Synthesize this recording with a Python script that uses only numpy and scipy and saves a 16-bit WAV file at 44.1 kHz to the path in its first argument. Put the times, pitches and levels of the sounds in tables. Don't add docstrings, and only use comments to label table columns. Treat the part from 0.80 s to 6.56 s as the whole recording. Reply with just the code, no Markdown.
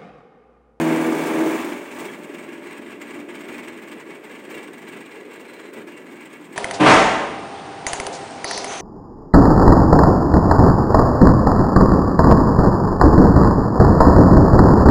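import sys
import numpy as np
from scipy import signal
from scipy.fft import rfft, irfft
from scipy.io import wavfile
from scipy.ndimage import uniform_filter1d

SR = 44100
rng = np.random.default_rng(int(sys.argv[2]) if len(sys.argv) > 2 else 0)


def transcribe(signal):
    frames = np.atleast_2d(signal).T
    limited = np.clip(frames, -1, 1)
    pcm = np.round(limited * 32767).astype(np.int16)
    wavfile.write(sys.argv[1], SR, pcm)


N = 254016
TIME = np.arange(N) / SR
BLADES = 4
SHED_T60_S = 0.29
FADE_DB_PER_S = 0.8

# centre in Hz, width in Hz, boost in dB.
STEEL_PEAKS = [(1154, 37, 3), (1657, 100.6, 5), (2224, 210, 4), (2630, 62, 2), (4050, 270, -5),
               (5600, 160, 4.5), (6730, 48, 10), (7220, 160, 10), (8360, 600, 7.5)]
# frequency in Hz, gain in dB.
EDGE_EQ = [(1500, -7.5), (3500, 12.5), (5000, 1.5), (6200, -4), (7300, 2), (8600, 4), (9400, -5.5),
           (12000, -12), (13000, -4), (14200, -3), (15600, 1.5)]


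def chopping(blade):
    # time in seconds, force of the bite in dB, flow of fodder in dB.
    feed = [(0, 1, 2), (.2, 0.5, 0.5), (.35, -1.5, 0), (.5, -2.5, 0.5), (.66, 1, -0.5), (.77, -9, 0.5),
            (.84, -16, -2), (.95, -24, -7), (1.07, -48, -13.5), (1.15, -56, -10.5), (1.21, -19, -7.5),
            (1.33, -39, -13.5), (1.5, -55.5, -20.5), (2.0, -57.5, -29.5), (5.76, -57.5, -27.5)]
    # time in seconds, then levels in dB at 2, 3 and 4 times the blade rate.
    drone_levels = [(0, -28.5, -24, -20), (.15, -32.5, -29, -21.5), (.32, -39, -29.5, -26),
                    (.39, -38.5, -34, -26), (.45, -40, -32, -29.5), (.54, -44, -32, -26.5),
                    (.59, -43, -34, -22), (.68, -39.5, -45, -20.5), (.765, -69, -44, -25),
                    (.8, -63, -50, -40), (.83, -66, -51, -28.5), (.95, -72, -50, -45),
                    (1.1, -79.5, -80, -80)]
    # frequency in Hz, gain in dB.
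    buzz_eq = [(40, -40), (80, -39.5), (165, -24.5), (240, -13), (322, -16.5), (400, -6.5), (482, -6.5),
               (563, -9.5), (643, -8.5), (724, -11.5), (800, -15.5), (880, -13), (1150, -23.5), (1500, -23),
               (2200, -31.5), (7000, -66)]
    thud_eq = [(40, -41), (70, -49), (120, -22), (190, -8.5), (255, -3), (305, 3.5), (390, -0.5),
               (460, -6.5), (700, -13.5), (1100, -25.5), (2500, -52)]
    crunch_eq = [(50, -36), (300, -31), (550, -5), (880, 5), (1100, 2), (1400, -2), (1900, -2), (2350, -3),
                 (3000, -9.5), (4000, -18), (6000, -25), (12000, -26.5)]
    spray_eq = [(2000, -16), (3500, 3), (5200, -1.5), (6300, 3.5), (7700, 2.5), (8600, 5), (10000, -3),
                (12000, -13), (14000, -3), (15600, 2.5)]
    bite_db, flow_db = curves(feed)
    blows = colour(cuts(blade, uneven_db=0.5, scatter_db=0.5), buzz_eq)
    buzz = unit(bending(blows, delay_s=0.028, at_hz=320)) * undb(-27 + bite_db)
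    drone = tones(blade, enumerate(curves(drone_levels), 2), waver_db=1.1, slip_rad=0.05)
    thick_db = 3 * swell(0.65, half_s=0.098)
    pounding = rng.standard_normal(N) * strokes(blade, decay_cycles=1.65, scatter_db=0.5)
    thud = colour(pounding, thud_eq) * undb(-26 + 0.36 * bite_db + thick_db)
    stalks = clicks(6000, spread_db=2) * strokes(blade, decay_cycles=9.1, scatter_db=0.85)
    crunch = reverb(colour(stalks, crunch_eq, STEEL_PEAKS), wet_db=-10.5) * undb(-30.5 + flow_db)
    chaff = clicks(9000, spread_db=2.5) * strokes(blade, decay_cycles=4.2, scatter_db=2)
    spray = reverb(colour(chaff, spray_eq), wet_db=-8) * undb(-41.5 + flow_db)
    return buzz + drone + thud + crunch + spray


def cuts(blade, uneven_db, scatter_db):
    at = np.flatnonzero(np.diff(blade.astype(int)))
    lopsided_db = uneven_db * np.cos(2 * np.pi * blade[at] / BLADES)
    pushes = np.zeros(N)
    pushes[at] = undb(lopsided_db + scatter_db * rng.standard_normal(len(at)))
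    return pushes


def bending(x, delay_s, at_hz):
    f = np.fft.rfftfreq(N, 1 / SR)
    return irfft(rfft(x) * np.exp(-4j * np.pi * delay_s * np.sqrt(at_hz * f)), N)


def churned_air(blade):
    # time in seconds, pitch in Hz.
    hood_note = [(0, 326), (2.6, 326), (3.3, 349), (3.75, 373), (4.1, 304), (4.4, 397), (4.85, 386.7),
                 (5.2, 341), (5.76, 303)]
    # frequency in Hz, gain in dB.
    air_eq = [(30, -85), (60, -79), (90, -22), (130, -19.5), (200, -8.5), (265, -4.5), (345, 1.5),
              (430, -5.5), (560, -13.5), (750, -20.5), (1500, -20.5), (5000, -47)]
    hood_hz, = curves(hood_note)
    surge_db, _ = surges()
    one_turn = rng.standard_normal(SR // 21)
    repeating = one_turn[(blade / BLADES % 1 * len(one_turn)).astype(int)]
    turbulence = undb(6) * rng.standard_normal(N)
    churn = (repeating + turbulence) * strokes(blade, decay_cycles=2.1, scatter_db=1.1)
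    notes_hz = [290, 340, 400]
    air = sum(np.interp(hood_hz, notes_hz, share) * colour(churn, np.array(air_eq) * [hz / 340, 1])
              for hz, share in zip(notes_hz, np.eye(3)))
    return unit(air) * undb(-39 - FADE_DB_PER_S * TIME + surge_db)


def drum_tones(blade):
    # multiple of the blade rate, relative level in dB.
    hum_partials = [(2.94, -54), (3.5, -51), (4, -55), (4.19, -52.5), (5, -57.5), (8, -63)]
    whine_partials = [(7, -1), (7.27, -6.5)]
    # time in seconds, gain in dB.
    hum_fader = [(0, 8), (.7, 8), (.85, 13.5), (.97, 8), (1.08, 4.5), (1.9, 1.5), (2.4, 6), (2.8, 4),
                 (3.3, -1.5), (5.76, -9.5)]
    whine_fader = [(0, -64), (.7, -50), (.8, -45), (.97, -43), (1.1, -49), (1.25, -48), (1.6, -53.5),
                   (2.1, -58), (2.28, -53), (2.45, -56), (2.65, -53), (3.2, -61), (5.76, -69)]
    hum = tones(blade, hum_partials, waver_db=2, slip_rad=0.35) * undb(curves(hum_fader)[0])
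    whine = tones(blade, whine_partials, waver_db=3.5, slip_rad=0.58) * undb(curves(whine_fader)[0])
    return hum + whine


def drive(turn):
    # frequency in Hz, gain in dB.
    body_eq = [(50, -65), (300, -13.5), (600, 0), (760, -1), (950, 4), (1350, -1.5), (1900, 2.5), (2350, 3),
               (2800, -1.5), (3200, -5.5), (4000, -14), (5000, -20.5), (8000, -30), (12000, -47)]
    # frequency in Hz, relative level in dB.
    modes = [(1130, 2), (1660, 5.5), (1960, 7), (2080, 1.5), (2240, 5.5), (2690, -2), (2760, 3), (4080, -8),
             (6630, -10.5), (7100, -12), (8100, -11), (8450, -12)]
    # crest and half length in seconds, pitch in Hz, gain in dB.
    jingles = [(2.76, 0.12, 2480, -8), (4.3, 0.11, 2410, -7), (4.745, 0.4, 4045, -19),
               (5.15, .08, 2780, -10), (5.393, 0.035, 2260, -4)]
    body, edge = rattle_envelopes(turn)
    low = colour(clicks(5000, spread_db=2.5) * body, body_eq, STEEL_PEAKS)
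    high = colour(clicks(3500, spread_db=4.5) * edge, EDGE_EQ, STEEL_PEAKS) * undb(-1)
    chaff = chaff_ticks() * edge * undb(-7.5)
    ringing = sum(undb(db - 18) * struck(clicks(160, spread_db=2.5) * body, hz, t60=0.067)
                  for hz, db in modes)
    jingle = sum(undb(db) * struck(clicks(300, spread_db=3.5) * body * swell(s, half_s), hz, t60=0.054)
                 for s, half_s, hz, db in jingles)
    return reverb(low, wet_db=-6.5) + reverb(high, wet_db=-4.5, t60=0.03) + ringing + jingle + chaff


def rattle_envelopes(turn, at_turn=0.36, stray_turns=0.18, scatter_db=3):
    # time in seconds, relative levels of edge and body in dB.
    hard_rattles = [(1.111, -46.5, -37), (1.196, -41, -38), (1.251, -43, -37), (1.332, -51, -39),
                    (1.433, -47, -46), (1.543, -49, -42), (1.585, -47, -46), (1.622, -51, -52),
                    (1.73, -59, -42), (1.926, -53, -41), (1.975, -52, -43), (2.117, -51.5, -36),
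                    (2.213, -44, -34), (2.303, -52, -38), (2.34, -49.5, -39), (2.398, -58, -41),
                    (2.486, -51, -36.5), (2.548, -49, -36.5), (2.606, -51, -37), (2.684, -49, -35.5),
                    (2.742, -49.5, -39), (2.775, -55, -42), (2.832, -49, -42), (2.877, -49, -37.5),
                    (2.974, -50.5, -38.0), (3.079, -51, -39), (3.114, -47.5, -39), (3.198, -53, -37),
                    (3.3, -60, -41.5), (3.345, -53, -43), (3.436, -51, -40), (3.509, -53.0, -38.5),
                    (3.551, -53, -40), (3.641, -50.5, -41.5), (3.706, -45, -34), (3.743, -47, -39),
                    (3.779, -57, -39), (3.828, -54, -44), (3.931, -49, -40), (3.976, -54, -46),
                    (4.078, -47.5, -41), (4.121, -49, -39), (4.163, -53, -37), (4.205, -52, -41),
                    (4.532, -51, -40.5), (4.597, -50, -44.5), (4.683, -53.0, -43), (4.731, -54, -46),
                    (4.794, -54, -40.5), (4.854, -57, -40.5), (4.93, -54, -45), (5.074, -50, -38),
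                    (5.171, -50.5, -46), (5.405, -54, -41), (5.452, -49, -46), (5.528, -49, -40),
                    (5.643, -52, -52), (5.725, -46, -42)]
    _, surge_db = surges()
    shake_db = surge_db - FADE_DB_PER_S * TIME + wander(14)
    stray, strength = rng.standard_normal((int(turn[-1]), 2)).T
    rattle_s = np.interp(np.arange(len(stray)) + at_turn + stray_turns * stray, turn, TIME)
    rattles = bursts(rattle_s, scatter_db * np.minimum(strength, 1))
    chatter = strokes(turn + 1 - at_turn, decay_cycles=1.8, scatter_db=0.7) ** 2
    body = chatter * undb(-45 + shake_db) ** 2 + rattles * undb(-37.5 + shake_db) ** 2
    edge = chatter * undb(-57.5 + shake_db) ** 2 + rattles * undb(-47 + shake_db) ** 2
    hard_s, edge_db, body_db = np.transpose(hard_rattles)
    body += bursts(hard_s, body_db + 3)
    edge += bursts(hard_s, edge_db + 4.5, rise_s=0.003)
    return np.sqrt(body), np.sqrt(edge)


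def surges():
    # crest and half length in seconds, gains of air and drive in dB.
    swings = [(1.39, .02, 1.5, -8), (1.47, 0.018, 1, -5), (1.8, .012, -3, -4), (2.01, 0.014, 0, -7),
              (2.17, .035, -3.5, -4.5), (2.394, 0.14, 2, 2.5), (2.45, 0.029, -1.5, -7.5),
              (2.673, .012, -3, -6), (2.719, 0.084, 4, 4), (3.16, 0.018, 2.5, -8), (3.245, 0.028, -1.5, -7),
              (3.408, 0.025, -4, -6), (3.68, .012, 2, -9), (3.75, 0.063, 6, 4.5), (4.173, 0.035, 3, -1),
              (4.278, 0.026, -4, 1), (4.466, 0.041, -1.5, -3), (4.814, 0.062, 0.5, -1.5),
              (4.915, .012, -1, -6), (4.981, 0.05, 6, 2.5), (5.048, 0.028, 1.5, -11), (5.244, 0.019, 1, -7),
              (5.489, 0.016, -1, -3), (5.69, 0.019, 0, -6)]
    return sum(np.outer(gains_db, swell(s, half_s)) for s, half_s, *gains_db in swings)


def clinks():
    # start in seconds, pitch in Hz, peak of the main mode in dB.
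    hits = [(0.79, 2630, -31), (1.194, 2006, -34.5), (1.284, 2240, -35), (1.289, 3290, -43),
            (1.297, 1720, -39), (1.333, 1980, -36.5), (2.219, 1986, -36), (2.22, 6990, -47),
            (2.311, 7105, -52), (2.549, 2756, -43), (2.684, 3544, -50), (2.69, 3300, -51),
            (3.742, 2780, -39), (3.746, 3850, -49), (3.786, 2700, -42), (4.122, 2700, -48),
            (4.315, 4100, -53), (4.598, 4090, -54), (4.681, 4110, -53), (4.735, 4170, -55),
            (4.765, 4070, -55), (4.796, 3350, -50)]
    out = np.zeros(N + SR)
    for s, hz, db in hits:
        partner = undb(-9) * ring(hz + rng.uniform(-61, 70), t60=0.071)
        ping = undb(db) * (ring(hz, t60=0.088) + partner)
        out[int(s * SR):][:len(ping)] += ping
    return out[:N]


def sharp_cracks():
    # time in seconds, relative level in dB.
    cracks = [(1.186, -38), (1.548, -46), (2.215, -47), (2.684, -44), (2.724, -44), (2.752, -50),
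              (2.779, -42.5), (2.838, -48), (3.021, -45.5), (3.114, -48), (3.199, -49), (3.699, -42.5),
              (3.716, -46), (3.746, -42), (3.762, -50), (3.834, -45), (3.982, -46), (4.085, -48),
              (4.168, -49), (4.535, -48), (4.603, -46), (4.735, -48), (4.934, -43), (5.072, -51),
              (5.319, -48), (5.726, -49)]
    # frequency in Hz, gain in dB.
    crack_eq = [(1500, -10), (2800, -1), (4500, -4), (6000, -5), (8500, 0), (11800, -15), (13200, -8),
                (15600, 0.5)]
    envelope = np.sqrt(bursts(*np.transpose(cracks), rise_s=0.002, fall_s=0.01))
    return colour(clicks(7000, spread_db=3) * envelope, crack_eq)


def chaff_ticks(per_s=900, low_hz=5714, high_hz=15200, t60=0.025, scatter_db=2.5):
    out = np.zeros(N + SR)
    age = TIME[:SR // 25]
    decay = undb(-60 * age / t60)
    for when, pitch, size in rng.random((int(per_s * N / SR), 3)):
        hz = low_hz * (high_hz / low_hz) ** pitch
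        strength = undb(-scatter_db * np.log(max(size, 0.05)))
        out[int(when * N):][:len(age)] += strength * np.sin(2 * np.pi * hz * age) * decay
    return unit(colour(out[:N], EDGE_EQ))


def reverb(x, wet_db, t60=SHED_T60_S):
    t = TIME[:SR // 2]
    tail = rng.standard_normal(len(t)) * undb(-60 * t / t60)
    response = undb(wet_db) * tail / np.linalg.norm(tail)
    response[0] = 1
    return convolve(x, response)


def strokes(phase, decay_cycles, scatter_db):
    cycle = phase.astype(int)
    strength = undb(scatter_db * rng.standard_normal(cycle.max() + 1))
    return unit(np.exp(-(phase % 1) / decay_cycles) * strength[cycle])


def tones(phase, partials, waver_db, slip_rad):
    out = np.zeros(N)
    for multiple, db in partials:
        amplitude = np.sqrt(2) * undb(db + waver_db * wander(22.39))
        out += amplitude * np.sin(2 * np.pi * (multiple * phase + rng.random()) + slip_rad * wander(14))
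    return out


def clicks(per_s, spread_db):
    hit = rng.random(N) < per_s / SR
    polarity = rng.choice([-1, 1], N)
    return unit(hit * polarity * undb(spread_db * np.minimum(rng.exponential(size=N), 4)))


def bursts(times, levels_db, rise_s=0.007, fall_s=0.013):
    lead = SR // 20
    age = TIME[:SR // 4] - lead / SR
    attack = (1 + np.tanh((age - rise_s / 2) / rise_s)) / 2
    shape = attack * np.exp(-np.maximum(age, 0) / fall_s)
    power = np.zeros(N + SR)
    for s, db in zip(times, levels_db):
        power[max(int(s * SR), 0):][:len(shape)] += (undb(db) * shape) ** 2
    return power[lead:lead + N]


def struck(force, hz, t60):
    return convolve(force, ring(hz, t60))


def ring(hz, t60):
    t = TIME[:SR // 4]
    return np.sin(2 * np.pi * hz * t) * undb(-60 * t / t60)


def colour(x, eq, peaks=()):
    size = 8192
    f = np.fft.rfftfreq(size, 1 / SR) + 1
    hz, db = np.transpose(eq)
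    curve_db = np.interp(np.log(f), np.log(hz), db)
    curve_db += sum(boost / (1 + (2 * (f - centre) / width) ** 2) for centre, width, boost in peaks)
    cepstrum = irfft(np.log(undb(curve_db)))
    cepstrum[1:size // 2] *= 2
    cepstrum[size // 2 + 1:] = 0
    return convolve(x, irfft(np.exp(rfft(cepstrum))))


def convolve(x, response):
    return signal.fftconvolve(x, response / np.linalg.norm(response))[:N]


def wander(rate_hz):
    hold = int(SR / rate_hz)
    steps = np.repeat(rng.standard_normal(N // hold + 1), hold)
    return 1.3 * uniform_filter1d(uniform_filter1d(steps, hold), hold)[:N]


def swell(crest_s, half_s):
    return np.exp(-((TIME - crest_s) / half_s) ** 2)


def curves(table):
    s, *columns = np.transpose(table)
    return [np.interp(TIME, s, column) for column in columns]


def undb(db):
    return 10 ** (np.asarray(db) / 20)


def unit(x):
    return x / np.sqrt(np.mean(x ** 2))


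def scene():
    # time in seconds, blade passes per second.
    speed = [(0, 80.98), (.3, 80.48), (.6, 79.65), (.73, 79.62), (.82, 82.5), (.95, 82.76), (1.4, 83.7),
             (5.76, 83.8)]
    blade_hz, = curves(speed)
    blade = np.cumsum(blade_hz) / SR
    machine = chopping(blade) + churned_air(blade) + drum_tones(blade) + drive(blade / BLADES)
    return (machine + clinks() + sharp_cracks())[None]


def record(dry):
    thinned = signal.sosfilt(signal.butter(2, 50, "high", fs=SR, output="sos"), dry)
    return signal.sosfilt(signal.ellip(12, 0.2, 80, 15800, fs=SR, output="sos"), thinned)


dry = scene()
out = record(dry)
transcribe(out)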